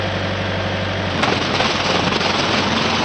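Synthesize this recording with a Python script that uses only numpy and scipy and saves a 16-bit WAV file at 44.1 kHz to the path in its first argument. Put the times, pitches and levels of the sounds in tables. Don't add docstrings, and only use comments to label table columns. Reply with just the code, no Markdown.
import sys
import numpy as np
from scipy import signal
from scipy.fft import rfft, irfft
from scipy.io import wavfile
from scipy.ndimage import uniform_filter1d

SR = 44100
rng = np.random.default_rng(int(sys.argv[2]) if len(sys.argv) > 2 else 0)


def unload_wav(signal):
    wavfile.write(
        sys.argv[1],
        SR,
        np.round(np.clip(np.atleast_2d(signal).T, -1, 1) * 32767).astype(np.int16),
    )


N = 134064
T = np.arange(N) / SR


def amp(db):
    return 10 ** (np.asarray(db) / 20)


def unit(x):
    return x / np.sqrt(np.mean(x ** 2) + 1e-20)


def curve(rows):
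    seconds, *columns = np.transpose(rows)
    return [np.interp(T, seconds, column) for column in columns]


def colour(x, points):
    hz, db = np.transpose(points)
    f = np.fft.rfftfreq(2 * N, 1 / SR)
    gain = amp(np.interp(np.log(f + 1), np.log(hz), db))
    gain = gain * f / (f + hz[0] / 2)
    return unit(irfft(rfft(x, 2 * N) * gain)[:N])


def resonate(x, hz, width):
    turn = np.exp(2j * np.pi * np.cumsum(hz * np.ones(N)) / SR)
    decay = np.exp(-np.pi * width / SR)
    return 2 * (turn * signal.lfilter([1 - decay], [1, -decay], x / turn)).real


def slow_noise(width):
    return unit(resonate(rng.standard_normal(N), 0, width))


# time in seconds, firing rate in firings per second.
ENGINE_SPEED = [(0, 48.1), (1.05, 48.1), (1.18, 45.3), (1.5, 46.2), (3.04, 46)]
# multiple of the firing rate, rms level in dB before the load.
EXHAUST_TONES = [(1, -42), (2, -27), (3, -38), (3.25, -42.5), (3.5, -40), (3.75, -37), (4, -33.5),
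                 (4.5, -39.5), (6, -42.5), (6.5, -41)]
# multiple of the firing rate, rms level in dB before the load.
WHINE_TONES = [(11, -34), (12, -37), (13.62, -36), (14.75, -42.5), (15.5, -40.5), (19, -43.5),
               (20.4, -50.5), (33, -42), (37.5, -40), (68, -42.5)]
LOADED_TONES_DB, LOAD_S, LOAD_RAMP_S = -8, 1.08, 0.13
THROB_LAG, PIPE_SPREAD = -0.11, 0.14
WHINE_WAVER, WHINE_WAVER_HZ = 0.38, 5.2


def engine_tones(firings, cylinder_count):
    tones = 0
    for multiple, db in EXHAUST_TONES:
        spread = PIPE_SPREAD * (multiple - cylinder_count) ** 2
        cycles = multiple * (firings - THROB_LAG) - spread
        tones = tones + amp(db) * np.cos(2 * np.pi * cycles)
    for multiple, db in WHINE_TONES:
        waver = WHINE_WAVER * slow_noise(WHINE_WAVER_HZ)
        cycles = multiple * firings + rng.random()
        tones = tones + amp(db) * np.cos(2 * np.pi * cycles + waver)
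    load = np.clip((T - LOAD_S) / LOAD_RAMP_S, 0, 1)
    return np.sqrt(2) * tones * amp(LOADED_TONES_DB * load)


# place in the engine cycle from 0 to 1, relative level in dB.
CYLINDER_KNOCKS = [(.01, -1.5), (0.264, 0.5), (0.478, -7.5), (.74, -11)]
# frequency in Hz, relative density in dB per Hz.
KNOCK_SPECTRUM = [(110, -35.5), (170, -20), (260, -6), (360, 1.5), (430, -5.5), (510, 0.5), (720, 0),
                  (900, -8), (1750, -7), (2500, -12), (3300, -11), (4500, -24.5), (7000, -50.5)]
KNOCK_DECAY_S, KNOCK_BETWEEN, KNOCK_DB = 0.008, 0.91, -28.5


def knock(firings, start_rate):
    cycle = firings / len(CYLINDER_KNOCKS) % 1
    cycle_s = len(CYLINDER_KNOCKS) / start_rate
    blows = KNOCK_BETWEEN
    for place, db in CYLINDER_KNOCKS:
        age_s = ((cycle - place) % 1) * cycle_s
        blows = blows + amp(db) * np.exp(-age_s / KNOCK_DECAY_S)
    pattern = irfft(np.exp(2j * np.pi * rng.random(1835)))
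    repeated = pattern[(cycle * len(pattern)).astype(int)]
    return amp(KNOCK_DB) * colour(blows * repeated, KNOCK_SPECTRUM)


# frequency in Hz, relative density in dB per Hz.
FAN_SPECTRUM = [(20, -20), (70, -7.5), (115, -11), (170, -3), (260, -4), (560, 0.5), (900, -7.5),
                (1800, -5.5), (2700, -9.5), (3350, -7.5), (3750, -15.5), (5000, -19.5), (5900, -26),
                (6900, -48.5), (9300, -48)]
FAN_DB, FAN_PULSE = -27, 0.22


def fan(firings):
    pulse = 1 + FAN_PULSE * np.cos(2 * np.pi * firings)
    return amp(FAN_DB) * colour(rng.standard_normal(N) * pulse, FAN_SPECTRUM)


def engine():
    rate, = curve(ENGINE_SPEED)
    firings = np.cumsum(rate) / SR
    return engine_tones(firings, len(CYLINDER_KNOCKS)) + knock(firings, rate[0]) + fan(firings)


# time in seconds, turns per second.
WEIGHT_SPEED = [(1.2, 23), (1.46, 22.8), (1.56, 19.3), (1.88, 20.3), (2.0, 24), (2.2, 22.2), (2.4, 21.3),
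                (3.04, 22)]
FIRST_BLOW_S = 1.197


def beat(lag):
    turns = np.cumsum(curve(WEIGHT_SPEED)[0]) / SR
    first_blow = np.interp(FIRST_BLOW_S, T, turns)
    return np.cos(2 * np.pi * (turns - first_blow - lag))


CONTACTS_PER_S, CONTACT_SPREAD_DB = 7000, 3


def contacts():
    size = amp(CONTACT_SPREAD_DB * np.minimum(rng.exponential(1, N), 4))
    sign = rng.choice([-1., 1.], N)
    struck = rng.random(N) < CONTACTS_PER_S / SR
    return unit(size * sign * struck)


PATCH_DB, PATCH_HZ, PATCH_S = 2, 450, .02


def wander(x, size=256):
    frames = signal.stft(x, nperseg=size)[2]
    bins = max(1, round(PATCH_HZ * size / SR))
    steps = max(1, round(2 * PATCH_S * SR / size))
    field = uniform_filter1d(rng.standard_normal(frames.shape), bins, axis=0)
    field = uniform_filter1d(field, steps, axis=1)
    return unit(signal.istft(frames * amp(PATCH_DB * unit(field)), nperseg=size)[1][:N])


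# time in seconds, level in dB midway through the beat,
# depth of the beat in dB (negative is louder between blows).
RATTLE_LEVEL = [(1.0, -37, -5), (1.2, -27, 3), (1.29, -21.5, 4), (1.39, -28, 8.5), (1.52, -23, 1),
                (1.66, -23, 2.5), (1.74, -27, 2), (1.82, -22, 2.5), (1.91, -20.5, 1), (2.03, -23.5, 4),
                (2.12, -22, 4.5), (2.28, -21, 4.5), (2.45, -22.5, 2.5), (2.55, -22.5, -1), (2.7, -22, 2.5),
                (2.82, -23.5, 3), (3.04, -20, -3.5)]
# frequency in Hz, relative density in dB per Hz.
PLATE_SPECTRUM = [(30, -40.5), (65, -18), (110, -2), (200, -2.5), (350, -0.5), (650, -4), (1000, -1),
                  (1400, -5), (1900, -14), (3000, -12), (5000, -23.5), (7000, -62.5)]


def rattle():
    level, depth = curve(RATTLE_LEVEL)
    return wander(colour(contacts(), PLATE_SPECTRUM)) * amp(level + depth * beat(0))


# time in seconds, level in dB midway through the beat.
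RUMBLE_LEVEL = [(1.05, -47), (1.19, -23.5), (1.35, -29), (1.45, -29), (1.62, -30.5), (1.8, -30),
                (1.92, -37), (2.02, -24), (2.08, -21), (2.11, -29), (2.2, -31.5), (2.45, -38.5),
                (2.6, -26.5), (3.04, -45)]
# frequency in Hz, relative density in dB per Hz.
GROUND_SPECTRUM = [(35, -32.5), (62, -16.5), (85, 0), (115, 4), (190, 1.5), (290, 2), (450, -14),
                   (900, -55.5)]
RUMBLE_BEAT_DB = 1.5


def rumble():
    level = curve(RUMBLE_LEVEL)[0] + RUMBLE_BEAT_DB * beat(0)
    return colour(contacts(), GROUND_SPECTRUM) * amp(level)


# time in seconds, gain in dB midway through the beat.
GRINDING_LEVEL = [(1.0, -37), (1.205, -33.5), (1.234, -22.5), (1.255, -27.5), (1.37, -27), (1.40, -28.5),
                  (1.45, -25.5), (1.52, -33), (1.555, -22), (1.585, -28), (1.61, -22.5), (1.69, -23.5),
                  (1.73, -24.5), (1.82, -24), (1.95, -22.5), (2.03, -28.5), (2.075, -25), (2.125, -27),
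                  (2.165, -23), (2.215, -22.5), (2.29, -24), (2.33, -28), (2.386, -22.5), (2.45, -26),
                  (2.5, -25.5), (2.58, -21.5), (2.66, -28.5), (2.74, -26.5), (2.79, -23), (3.04, -25.5)]
# frequency in Hz, relative density in dB per Hz.
GRAVEL_SPECTRUM = [(500, -13), (1500, -7.5), (2400, 2), (3200, 2), (4200, -0.5), (5100, -1.5), (5900, -6),
                   (6500, -15), (7000, -37.5), (7800, -17.5), (9300, -62)]
# frequency in Hz, bandwidth in Hz, relative level in dB.
FRAME_MODES = [(810, 20, -21), (923, 13, -9), (1110, 27, -18.5), (1430, 25, -21.5), (2410, 27, -6),
               (2830, 39, -10), (3890, 22, -3.5), (4740, 39, -12.5)]
GRIT_DB, STEEL_DB = -0.5, -13.5
GRIT_BEAT_DB, GRIT_LAG = 1.5, 0.043


def grinding():
    level = amp(curve(GRINDING_LEVEL)[0] + GRIT_BEAT_DB * beat(GRIT_LAG))
    stones = contacts()
    ring = sum(amp(db) * unit(resonate(stones, hz, width)) for hz, width, db in FRAME_MODES)
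    gravel = wander(colour(contacts(), GRAVEL_SPECTRUM))
    return level * (amp(GRIT_DB) * gravel + amp(STEEL_DB) * ring)


# time in seconds, pitch in Hz, rms level in dB midway through the beat.
BOOM_NOTE = [(1.1, 191.1, -57), (1.33, 194.3, -27), (1.48, 200.3, -44), (1.68, 224, -32), (1.8, 200.9, -38),
             (1.95, 180.9, -30), (2.05, 169.8, -27.5), (2.135, 217, -28), (2.22, 212.3, -37),
             (2.37, 217.6, -30), (2.48, 209.2, -45), (2.55, 219, -26.5), (2.63, 182.4, -29.5),
             (2.7, 216.3, -26.5), (2.78, 225.7, -27.5), (3.04, 228, -28)]
BOOM_WAVER, BOOM_WIDTH_HZ = 0.55, 13
BOOM_BEAT_DB, BOOM_LAG = 3.5, .15


def housing():
    hz, level = curve(BOOM_NOTE)
    waver = BOOM_WAVER * slow_noise(BOOM_WIDTH_HZ)
    note = np.sin(2 * np.pi * np.cumsum(hz) / SR + waver)
    return np.sqrt(2) * amp(level + BOOM_BEAT_DB * beat(BOOM_LAG)) * note


# start of the hold in seconds, level in dB.
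CLANK_BURSTS = [(1.107, -33), (1.195, -25), (1.235, -13), (1.280, -23), (1.325, -28.5), (1.554, -24),
                (1.604, -14), (1.660, -18), (1.805, -21.5), (2.08, -19), (2.122, -18.5), (2.165, -26),
                (2.305, -30), (2.397, -25), (2.542, -17), (2.587, -22)]
# frequency in Hz, relative density in dB per Hz.
CLANK_SPECTRUM = [(100, -4), (400, -8.5), (800, 2), (1250, -1), (1800, -6.5), (3000, -6), (5000, -28),
                  (7000, -43)]
CLANK_RISE_S, CLANK_HOLD_S, CLANK_DECAY_S = 0.0087, 0.0022, 0.0088


def clanks():
    force = 0
    for start, db in CLANK_BURSTS:
        age = T - start
        rise = (np.minimum(age, 0) / CLANK_RISE_S) ** 2
        decay = np.maximum(age - CLANK_HOLD_S, 0) / CLANK_DECAY_S
        force = force + amp(db) * np.exp(-rise - decay)
    return force * colour(rng.standard_normal(N), CLANK_SPECTRUM)


# start in seconds, level in dB at the start.
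HARD_BLOWS = [(1.106, -19), (1.177, -16.5), (1.231, -12.5), (1.238, -12), (1.357, -16.5), (1.378, -17),
              (1.425, -16), (1.54, -14), (1.604, -13.5), (1.644, -16), (1.756, -15), (1.803, -15.5),
              (2.166, -19.5)]
STRIKE_DECAY_S = 0.0028


def strikes():
    force = 0
    for start, db in HARD_BLOWS:
        force = force + amp(db) * (T >= start) * np.exp(-abs(T - start) / STRIKE_DECAY_S)
    return force * colour(rng.standard_normal(N), CLANK_SPECTRUM)


# start in seconds, change of level in dB.
PLATE_HOPS = [(1.379, -3.5), (1.808, -5), (2.085, -8), (2.169, -11.5)]
HOP_S, HOP_LEAVE_S, HOP_LAND_S = 0.037, 0.0017, .012


def grip():
    change = 0
    for start, db in PLATE_HOPS:
        leaving = np.clip((T - start) / HOP_LEAVE_S, 0, 1)
        landing = np.clip((start + HOP_S - T) / HOP_LAND_S, 0, 1)
        change = change + db * leaving * landing
    return amp(change)


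YARD_DB, YARD_T60_S = -12.5, 0.12


def yard(x):
    t = T[:SR // 2]
    sign = rng.choice([-1., 1.], len(t))
    present = (rng.random(len(t)) < 2000 / SR) * (t > .008)
    taps = sign * present * amp(-60 * t / YARD_T60_S)
    return signal.fftconvolve(x, taps / np.linalg.norm(taps))[:N]


def scene():
    in_contact = rattle() + rumble() + grinding() + clanks()
    compactor = grip() * in_contact + strikes() + housing()
    return (engine() + compactor + amp(YARD_DB) * yard(compactor))[None]


HEADROOM, EDGE_HZ = .85, 9400


def record(dry):
    rounded = dry / (1 + (dry / HEADROOM) ** 4) ** .25
    lowpass = signal.firwin(511, EDGE_HZ, window=("kaiser", 9), fs=SR)
    return signal.oaconvolve(rounded, lowpass[None], "same")


dry = scene()
out = record(dry)
unload_wav(out)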